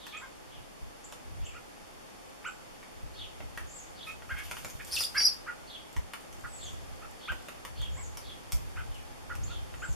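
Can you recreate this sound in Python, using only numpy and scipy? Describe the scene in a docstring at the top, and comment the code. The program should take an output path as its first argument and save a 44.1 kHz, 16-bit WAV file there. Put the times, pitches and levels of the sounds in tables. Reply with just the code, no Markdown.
"""Small birds chirp in a snowy garden, over a camera's steady hiss and light air rumbling on its mic ports.
Beaks knock and snap as blackbirds squabble over fallen apples; jackdaws rasp further off.
About four seconds in the fight flares: wings rustle, feet tick on the crust and one bird squeals twice,
both sides of its syrinx sounding at once. Walls and trunks return short echoes."""
import sys
import numpy as np
from scipy import signal
from scipy.fft import rfft, irfft
from scipy.io import wavfile
from scipy.ndimage import map_coordinates

SR = 44100
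rng = np.random.default_rng(int(sys.argv[2]) if len(sys.argv) > 2 else 0)


def unload_wav(signal):
    """Save mono or channel-first audio to the path in sys.argv[1] as 16-bit WAV at rate SR, clipped to [-1, 1]."""
    wavfile.write(
        sys.argv[1],
        SR,
        np.round(np.clip(np.atleast_2d(signal).T, -1, 1) * 32767).astype(np.int16),
    )


N = 438794
T = np.arange(N) / SR

# Levels in the cue lists are set ahead of each layer's trim and echoes.
# hiss EQ, shared by the ports (mid) and opposed between them (side): freq_hz, gain_db
HISS_MID_EQ = [(15, -19), (25, 4), (112, -7), (278, -3), (383, -3.5), (515, -4), (673, -3), (811, -2.5),
               (978, -6.5), (1180, -5.5), (1460, -10), (1630, -9.5), (3830, -13.5), (12100, -21),
               (15000, -35.5)]
HISS_SIDE_EQ = [(15, -28), (25, -20), (50, -25), (95, -8), (207, -10), (243, -5.5), (278, -8), (655, -10),
                (927, -12.5), (1540, -17.5), (3260, -23), (3830, -24.5), (10000, -29.5), (13800, -37),
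                (15000, -45)]
# bands of distant hum: centre_hz, width_hz, level_db
HUM_BANDS = [(522, 25, -71), (846, 54, -69.5)]
# puffs of air on the ports: peak_s, half_length_s, level_db
GUSTS = [(1.4, 0.15, -40.5), (3.35, .3, -46.5), (4.7, 0.66, -48.5), (6.75, 0.35, -44), (7.92, 0.19, -38),
         (8.65, 0.41, -44), (9.42, 0.18, -37), (9.8, 0.21, -39.5)]
# soft bumps on the camera: start_s, level_db
BUMPS = [(0.569, -36), (.81, -36), (1.39, -34), (3.021, -32), (3.43, -36), (4.31, -32.5), (4.735, -35),
         (5.959, -28), (6.43, -38.5), (6.882, -36), (7.299, -31), (7.791, -30), (8.527, -24.5),
         (8.88, -31.5), (9.43, -38), (9.883, -25.5)]
# low-end EQ of opposed air, opposed bumps and the shared part of both: freq_hz, gain_db
AIR_SIDE_EQ = [(15, -16.5), (45, -4), (75, 4), (130, -12), (250, -36), (600, -54)]
BUMP_SIDE_EQ = [(20, 0), (60, 11), (140, -27), (300, -20), (800, -69)]
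RUMBLE_MID_EQ = [(15, -23), (50, 5.5), (100, 1.5), (150, -2.5), (220, -15.5), (500, -42.5)]
# falling chirps, high arched calls, rising tsips, one thin whistle: start_s, pitch_hz, level_db
FALLS = [(-.04, 3720, -50), (.05, 3520, -48.5), (.479, 3210, -55), (1.401, 2820, -51.5),
         (3.135, 3404, -43.5), (3.945, 3620, -47), (4.39, 3010, -53.5), (5.668, 3415, -45),
         (6.585, 3420, -46), (7.19, 3470, -47), (7.753, 3440, -43), (8.215, 3574, -48), (8.887, 2886, -53),
         (9.463, 3520, -47.5)]
ARCHES = [(3.665, 7610, -46.5), (6.52, 7610, -48), (7.905, 7680, -48), (9.77, 7690, -49.5)]
TSIPS = [(.155, 7650, -50.5), (1.03, 7560, -46), (1.44, 7630, -48), (2.452, 7590, -48.5),
         (9.422, 7450, -44)]
WHISTLES = [(6.455, 7980, -41)]
# their contours, in even steps through the call: pitch_ratio
FALL_SHAPE, ARCH_SHAPE = (.76, 1.05, 1.02, .92, .82), (.83, .96, 1.03, .86, .79)
TSIP_SHAPE, WHISTLE_SHAPE = (.68, 1, 1.01), (1.03, .98, 1)
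# pecks, wing slaps and the sharp onset of an early chirp (first row): start_s, knock_db, snap_db
TRANSIENTS = [(0.067, -46.5, -48), (1.124, -46, -48), (2.828, -50.5, -63), (3.404, -44.5, -70),
              (3.575, -37.5, -47), (4.221, -49.5, -68), (4.512, -37, -43), (4.568, -43, -64),
              (4.647, -40.5, -42.5), (4.7, -57, -46), (5.007, -43.5, -36), (5.204, -36, -48),
              (5.965, -42, -48.5), (6.135, -39, -46), (6.209, -63, -58), (6.327, -60, -52),
              (7.32, -42, -49.5), (7.485, -43, -49), (7.65, -42, -45.5), (7.816, -50, -51),
              (8.172, -46.5, -41.5), (8.521, -47, -33), (9.353, -51, -52), (9.739, -48.5, -72)]
# EQ of the dull knock and the bright snap: freq_hz, gain_db
KNOCK_EQ = [(200, -4.5), (600, 1), (1200, 3), (1800, 4.5), (3000, 0.5), (4200, -14), (8000, -35)]
SNAP_EQ = [(1500, -14.5), (3500, -6), (6500, 1.5), (10000, -3), (15000, -6.5)]
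# jackdaw calls and one faint, low scuff (at 7.951 s):
# start_s, length_s, top_pitch_hz, level_db, rasp_db, overtones_db, droop_ratio
CAWS_AND_SCUFF = [(0.122, 0.07, 1276, -43.5, -8, 8, 0.12), (0.2, 0.069, 1105, -46.5, -6, -5, 0.45),
                  (1.529, 0.065, 1420, -49.5, -13, 2, 0.56), (2.44, 0.054, 1526, -36, -22, 2.5, 0.5),
                  (4.063, 0.058, 1275, -39.5, -14, 10, 0), (4.288, 0.053, 1640, -37, -8, -1, 0.36),
                  (4.349, 0.079, 1633, -42, 1, 9, 0.12), (4.792, 0.03, 1838, -43.5, -4, 6, 0.37),
                  (5.143, 0.052, 1734, -31.5, -4, -3, 0.2), (5.458, 0.062, 1466, -38, -5.5, -10, 0.47),
                  (6.427, 0.046, 1430, -42, -7, -17, 0.94), (7.01, 0.052, 1383, -48.5, -11, -4, 0.44),
                  (7.275, .048, 1593, -34, -23, 3, 0.47), (7.951, 0.077, 1110, -50, -21, -3, 0.35),
                  (8.754, 0.065, 1552, -42.5, -11.5, 0, 0.68), (9.289, 0.042, 1477, -40, -7, -12, 0.56),
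                  (9.489, 0.05, 1412, -49.5, -25, 1, 0.17), (9.816, 0.043, 1570, -37, -17.5, -2, 0.32)]
# bouts of flapping: peak_s, half_length_s, level_db
FLAP_BOUTS = [(4.075, .025, -54), (4.54, 0.22, -54), (4.95, 0.09, -48.5), (5.23, 0.11, -51.5)]
# EQ of brushing feathers: freq_hz, gain_db
FEATHER_EQ = [(100, 9), (400, -18), (1000, 3), (2200, 3), (4000, 4), (7000, 1), (11000, 2), (15000, -3)]
# blackbird squeals: start_s, length_s, pitch_hz, level_db, roughness_ratio, upper_voice_db, octave_db
SQUEALS = [(4.894, .19, 4955, -32.5, .66, -12.5, -6), (5.148, .165, 4787, -27.5, 0.31, -1.5, -18.5)]
# the voice cracks down and recovers: centre_s, half_length_s, low_pitch_hz, gain_db, roughness_ratio
VOICE_CRACKS = [(4.975, 0.014, 2595, 2.5, 0.1), (5.036, .009, 3590, -7, 1.3)]
# surges of effort make a squeal louder, purer and a little higher: peak_s, half_length_s, gain_db
SURGES = [(5.008, 0.0074, 3), (5.052, 0.0042, 9.5), (5.182, .003, 10), (5.256, 0.0075, 12.5),
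          (5.267, 0.0033, 8)]


def undb(db):
    """Decibels to gain."""
    return 10 ** (np.asarray(db) / 20)


def unit(x):
    """Scale to rms 1."""
    return x / np.sqrt(np.mean(x ** 2) + 1e-20)


def colour(x, eq):
    """Minimum-phase EQ with unit power gain."""
    hz, db = np.transpose(eq)
    size = 4096
    log_hz = np.log(np.fft.rfftfreq(size, 1 / SR) + 1)
    log_gain = np.log(undb(np.interp(log_hz, np.log(hz), db)))
    cepstrum = irfft(log_gain)[:size // 2]
    cepstrum[1:] *= 2
    response = irfft(np.exp(rfft(cepstrum, size)))
    return signal.fftconvolve(x, response / np.linalg.norm(response))[:len(x)]


def noise(eq):
    """Coloured noise with rms near 1."""
    return colour(rng.standard_normal(N), eq)


def walk(rate_hz, t=T):
    """Smooth random modulation with a spread near 1."""
    steps = (t - t[0]) * rate_hz
    values = np.random.default_rng(rng.integers(2 ** 31)).standard_normal(int(steps[-1]) + 2)
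    return map_coordinates(values, [steps], order=2, mode="nearest")


def add(track, start_s, sound):
    """Mix a sound into a track, trimming any overhang."""
    start = int(start_s * SR)
    sound, start = sound[max(-start, 0):], max(start, 0)
    track[start:start + len(sound)] += sound[:N - start]


def phase_of(hz):
    """Phase of an oscillator that follows a pitch."""
    return 2 * np.pi * np.cumsum(hz) / SR


def resonance(hz, centre_hz, width_hz):
    """Gain of a resonance at a frequency."""
    return 1 / np.sqrt(1 + ((hz ** 2 - centre_hz ** 2) / (hz * width_hz)) ** 2)


def decay(t, t60_s):
    """A fade that loses 60 dB in t60_s."""
    return np.exp(-np.log(1000) * t / t60_s)


def swell(peak_s, half_length_s, t=T):
    """A smooth rise and fall that peaks at 1."""
    return np.exp(-((t - peak_s) / half_length_s) ** 2)


def swells(cues):
    """One gain curve from a list of swells."""
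    return sum(undb(db) * swell(peak_s, half_s) for peak_s, half_s, db in cues)


def bursts(cues, t60_s, rise_s):
    """Noise that jumps up at each cue and dies away."""
    envelope, t = np.zeros(N), T[:SR // 2]
    shape = decay(t, t60_s) * (1 - np.exp(-t / rise_s))
    for start_s, db in cues:
        add(envelope, start_s, undb(db) * shape / shape.max())
    return envelope * rng.standard_normal(N)


def strike(eq, t60_s, rise_s):
    """One hit of coloured noise, with rms 1 over its first 5 ms."""
    t = T[:SR // 12]
    envelope = decay(t, t60_s) * (1 - np.exp(-t / rise_s))
    burst = colour(rng.standard_normal(len(t)) * envelope, eq)
    return burst / np.sqrt(np.mean(burst[:SR // 200] ** 2))


def ports(mid, side):
    """Mid and side to left and right."""
    return np.array([mid + side, mid - side])


def hiss_and_hum(base_db=-54.5, rise_db_per_s=.1714, side_db=3):
    """The bed: camera hiss creeps up over a faint, wavering distant hum."""
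    hz = np.fft.rfftfreq(N, 1 / SR) + 1
    hum = 0
    for centre_hz, width_hz, db in HUM_BANDS:
        band = rfft(rng.standard_normal(N)) * resonance(hz, centre_hz, width_hz) ** 2
        hum += undb(db) * unit(irfft(band, N))
    hiss_gain = undb(base_db + rise_db_per_s * T + .3 * walk(2.68))
    hiss = ports(noise(HISS_MID_EQ), undb(side_db) * noise(HISS_SIDE_EQ))
    return hiss_gain * hiss + hum * undb(2 * walk(4))


def rumble(mid_db=-14, calm_db=-63, air_trim_db=-1):
    """Eddies and soft bumps push the two ports mostly in opposite directions."""
    eddies_db = 3 * walk(14)
    air_gain = (undb(calm_db) + swells(GUSTS)) * undb(air_trim_db + eddies_db)
    side_bumps, mid_bumps = [bursts(BUMPS, t60_s=.25, rise_s=.0019) for _ in range(2)]
    side = air_gain * noise(AIR_SIDE_EQ) + colour(side_bumps, BUMP_SIDE_EQ)
    mid = air_gain * noise(RUMBLE_MID_EQ) + colour(mid_bumps, RUMBLE_MID_EQ)
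    return ports(undb(mid_db) * mid, side)


def chirps(calls, shape, length_s, rough, trim_db, held_ratio=1, held_db=-60, stray=.035):
    """One voice glides, the other holds a pitch and fades; a fast irregular trill frays both."""
    out, t = np.zeros(N), T[:int(length_s * SR)]
    progress = t / length_s
    contour = np.interp(progress, np.linspace(0, 1, len(shape)), shape)
    glide_gain = np.sin(np.pi * progress ** 1.25) ** 1.2
    held_gain = undb(held_db) * np.sqrt(progress) * (1 - progress) ** 2.6
    for start_s, pitch_hz, db in calls:
        chirp = 0
        glide_ratio = contour * (1 + stray * rough * walk(45, t))  # no two calls are quite alike
        for ratio, gain in ((glide_ratio, glide_gain), (held_ratio, held_gain)):
            trill_hz = rough * (400 * walk(1400, t) + 170 * walk(110, t))
            flutter_db = 5 * rough * walk(120, t)
            chirp += gain * np.sin(phase_of(pitch_hz * ratio + trill_hz)) * undb(flutter_db)
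        add(out, start_s, undb(db + trim_db) * unit(chirp))
    return out


def small_birds():
    """Four kinds of call, each with its own contour, length and roughness."""
    falls = chirps(FALLS, FALL_SHAPE, length_s=.135, rough=.626, trim_db=-6.5, held_ratio=1.27, held_db=1)
    arches = chirps(ARCHES, ARCH_SHAPE, length_s=.19, rough=.684, trim_db=-7, held_ratio=.9, held_db=1)
    tsips = chirps(TSIPS, TSIP_SHAPE, length_s=.041, rough=.83, trim_db=-6.5)
    whistle = chirps(WHISTLES, WHISTLE_SHAPE, length_s=.166, rough=.04, trim_db=-9)
    return falls + arches + tsips + whistle


def knocks_and_snaps(knock_trim_db=1, fizz_db=-12):
    """Pecks, wing slaps and one chirp's onset: a dull knock, a bright snap and a fizz like icy crumbs."""
    out = np.zeros(N)
    for start_s, knock_db, snap_db in TRANSIENTS:
        add(out, start_s, undb(knock_db + knock_trim_db) * strike(KNOCK_EQ, t60_s=.01, rise_s=.001))
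        add(out, start_s, undb(snap_db) * strike(SNAP_EQ, t60_s=.0071, rise_s=.00019))
        add(out, start_s, undb(snap_db + fizz_db) * strike(SNAP_EQ, t60_s=.059, rise_s=.0025))
    return out


def jackdaws_and_scuff(rasp_hz=540, trim_db=-3.5, wall_echo_s=.024, wall_echo_db=-10):
    """Harmonics arch through two throat resonances with a slower rasp; the scuff borrows this voice."""
    out = np.zeros(N)
    for start_s, length_s, top_hz, db, rasp_db, overtones_db, droop in CAWS_AND_SCUFF:
        t = T[:int(length_s * SR)]
        progress = t / length_s
        rasp, bright = undb(rasp_db), undb(overtones_db)
        waver = (.016 + .07 * rasp) * walk(1200, t)
        hz = top_hz * (1 - droop * (2 * progress - 1.1) ** 2) * (1 + waver)
        offset_hz = rasp_hz * hz / top_hz
        harmonics = [(hz, 1), (2 * hz, .66 * bright), (3 * hz, .5 * bright)]
        sidebands = [(hz + offset_hz, 1.2 * rasp), (hz - offset_hz, .46 * rasp)]
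        tone = 0
        for partial_hz, gain in harmonics + sidebands:
            throat = resonance(partial_hz, 1510, 550) + resonance(partial_hz, 2376, 140)
            rolloff = 1 / (1 + (partial_hz / 3600) ** 8)
            tone += gain * throat * rolloff * np.sin(phase_of(partial_hz))
        envelope = np.sin(np.pi * progress) ** .85
        tone = undb(db + trim_db) * unit(tone * envelope)
        add(out, start_s, tone)
        add(out, start_s + wall_echo_s, undb(wall_echo_db) * tone)
    return out


def wings(beat_hz=17, beat_db=3, trim_db=-.5):
    """Feathers brush feathers and crusted snow: dense tiny grains that swell with each wingbeat."""
    grains = rng.standard_normal(N) * (rng.random(N) < .4)
    grains = unit(grains * undb(1.8 * rng.exponential(size=N)))
    wingbeat = np.sin(phase_of(beat_hz * (1 + .23 * walk(17))))
    flutter_db = beat_db * wingbeat + 1.2 * walk(130)
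    return colour(grains, FEATHER_EQ) * swells(FLAP_BOUTS) * undb(trim_db + flutter_db)


def crust_ticks(per_s=9, level_db=-60, spread_db=4):
    """Feet and beaks tick faintly on the snow crust, at random, once the fight has begun."""
    fighting = T > FLAP_BOUTS[0][0]
    triggers = (rng.random(N) < per_s / SR) * fighting
    ticks = triggers * undb(level_db + spread_db * rng.standard_normal(N))
    return signal.fftconvolve(ticks, strike(SNAP_EQ, t60_s=.011, rise_s=.0003))[:N]


def squeals(upper_hz=5580, upper_octave_db=2, flutter_db=3, rasp_db=-9, fray_hz=400, waver_hz=220):
    """Both sides of a blackbird's syrinx sound: one cracks down, one stays high; they beat and fray."""
    attack_s, release_s, sag = .038, .0386, .092  # the pitch sags by this share at zero effort
    quaver_hz, quaver_depth = 14.5, .028
    surge_hz_per_db, purity_per_db = 6, .11
    out = np.zeros(N)
    for start_s, length_s, pitch_hz, db, roughness, upper_db, octave_db in SQUEALS:
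        age = T[:int(length_s * SR)]
        t = start_s + age
        effort = np.minimum(age / attack_s, 1) * np.minimum((length_s - age) / release_s, 1)
        surge_db = sum(gain_db * swell(peak_s, half_s, t) for peak_s, half_s, gain_db in SURGES)
        quaver = -quaver_depth * np.cos(2 * np.pi * quaver_hz * age)
        low_hz = pitch_hz * (1 + quaver - sag * (1 - effort)) + surge_hz_per_db * surge_db
        loudness = effort ** 2 * undb(db + surge_db)
        rough = roughness * np.exp(-purity_per_db * surge_db)
        for centre_s, half_s, crack_hz, crack_db, crack_rough in VOICE_CRACKS:
            crack = np.exp(-np.abs((t - centre_s) / half_s) ** 3)
            low_hz += crack * (crack_hz - low_hz)
            rough += swell(centre_s, half_s / 2, t) * (crack_rough - rough)
            loudness *= undb(crack_db * crack)
        high_hz = upper_hz * (low_hz / pitch_hz) ** .35 * (1 + .018 * walk(90, t))
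        lower = (low_hz, 1, undb(octave_db - surge_db / 2))
        upper = (high_hz, undb(upper_db - surge_db / 2), undb(octave_db + upper_octave_db + surge_db / 2))
        voice = 0
        for hz, gain, octave_gain in (lower, upper):
            jitter_hz = rough * (fray_hz * walk(1800, t) + waver_hz * walk(448, t))
            phase = phase_of(hz + jitter_hz)
            # the rougher the voice, the more the overtones smear into a rasp; surges of effort clear it
            rasp = sum(walk(3000, t) * np.sin(k * phase) for k in range(1, 5))
            overtones = np.sin(2 * phase) + undb(rasp_db) * 2 * rough * rasp
            tone = np.sin(phase) + octave_gain * overtones
            voice += gain * tone * undb(flutter_db * rough * walk(423, t))
        add(out, start_s, voice * loudness)
    return out


def garden(x, near_db, far_db, near_t60_s, far_t60_s=.63):
    """Direct sound, scatter from trunks and walls, and a faint tail; each port hears its own echoes."""
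    t, channels = T[:SR], []
    for _ in range(2):
        near, far = rng.standard_normal((2, SR))
        near *= undb(2.36 * rng.exponential(size=SR)) * decay(t, near_t60_s) * (t > .002)
        far *= decay(t, far_t60_s) * (t > .03)
        echoes = undb(near_db) * near / np.linalg.norm(near) + undb(far_db) * far / np.linalg.norm(far)
        channels.append(x + signal.fftconvolve(x, echoes)[:N])
    return np.array(channels)


def scene(daws_right_db=2):
    """The mix: the fight dead centre, jackdaws a little to the right, small birds far off."""
    screams = garden(squeals(), near_db=-2, far_db=-26, near_t60_s=.22)
    rustle = garden(wings(), near_db=4.5, far_db=-15, near_t60_s=.11)
    clicks = garden(knocks_and_snaps() + crust_ticks(), near_db=2.5, far_db=-9.5, near_t60_s=.19)
    rasps = garden(jackdaws_and_scuff(), near_db=-2.5, far_db=-15, near_t60_s=.16)
    rasps *= undb(np.array([[-1], [1]]) * daws_right_db / 2)
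    chirping = garden(small_birds(), near_db=1, far_db=-20, near_t60_s=.42)
    return screams + rustle + clicks + rasps + chirping + hiss_and_hum() + rumble()


def record(dry, notches_hz=(3970, 7940), notch_width_hz=260, top_hz=14550):
    """The camera's tone: two narrow notches and a steep high cut."""
    for hz in notches_hz:
        dry = signal.lfilter(*signal.iirnotch(hz, hz / notch_width_hz, fs=SR), dry)
    return signal.sosfilt(signal.ellip(10, .2, 80, top_hz, fs=SR, output="sos"), dry)


dry = scene()
out = record(dry)
unload_wav(out)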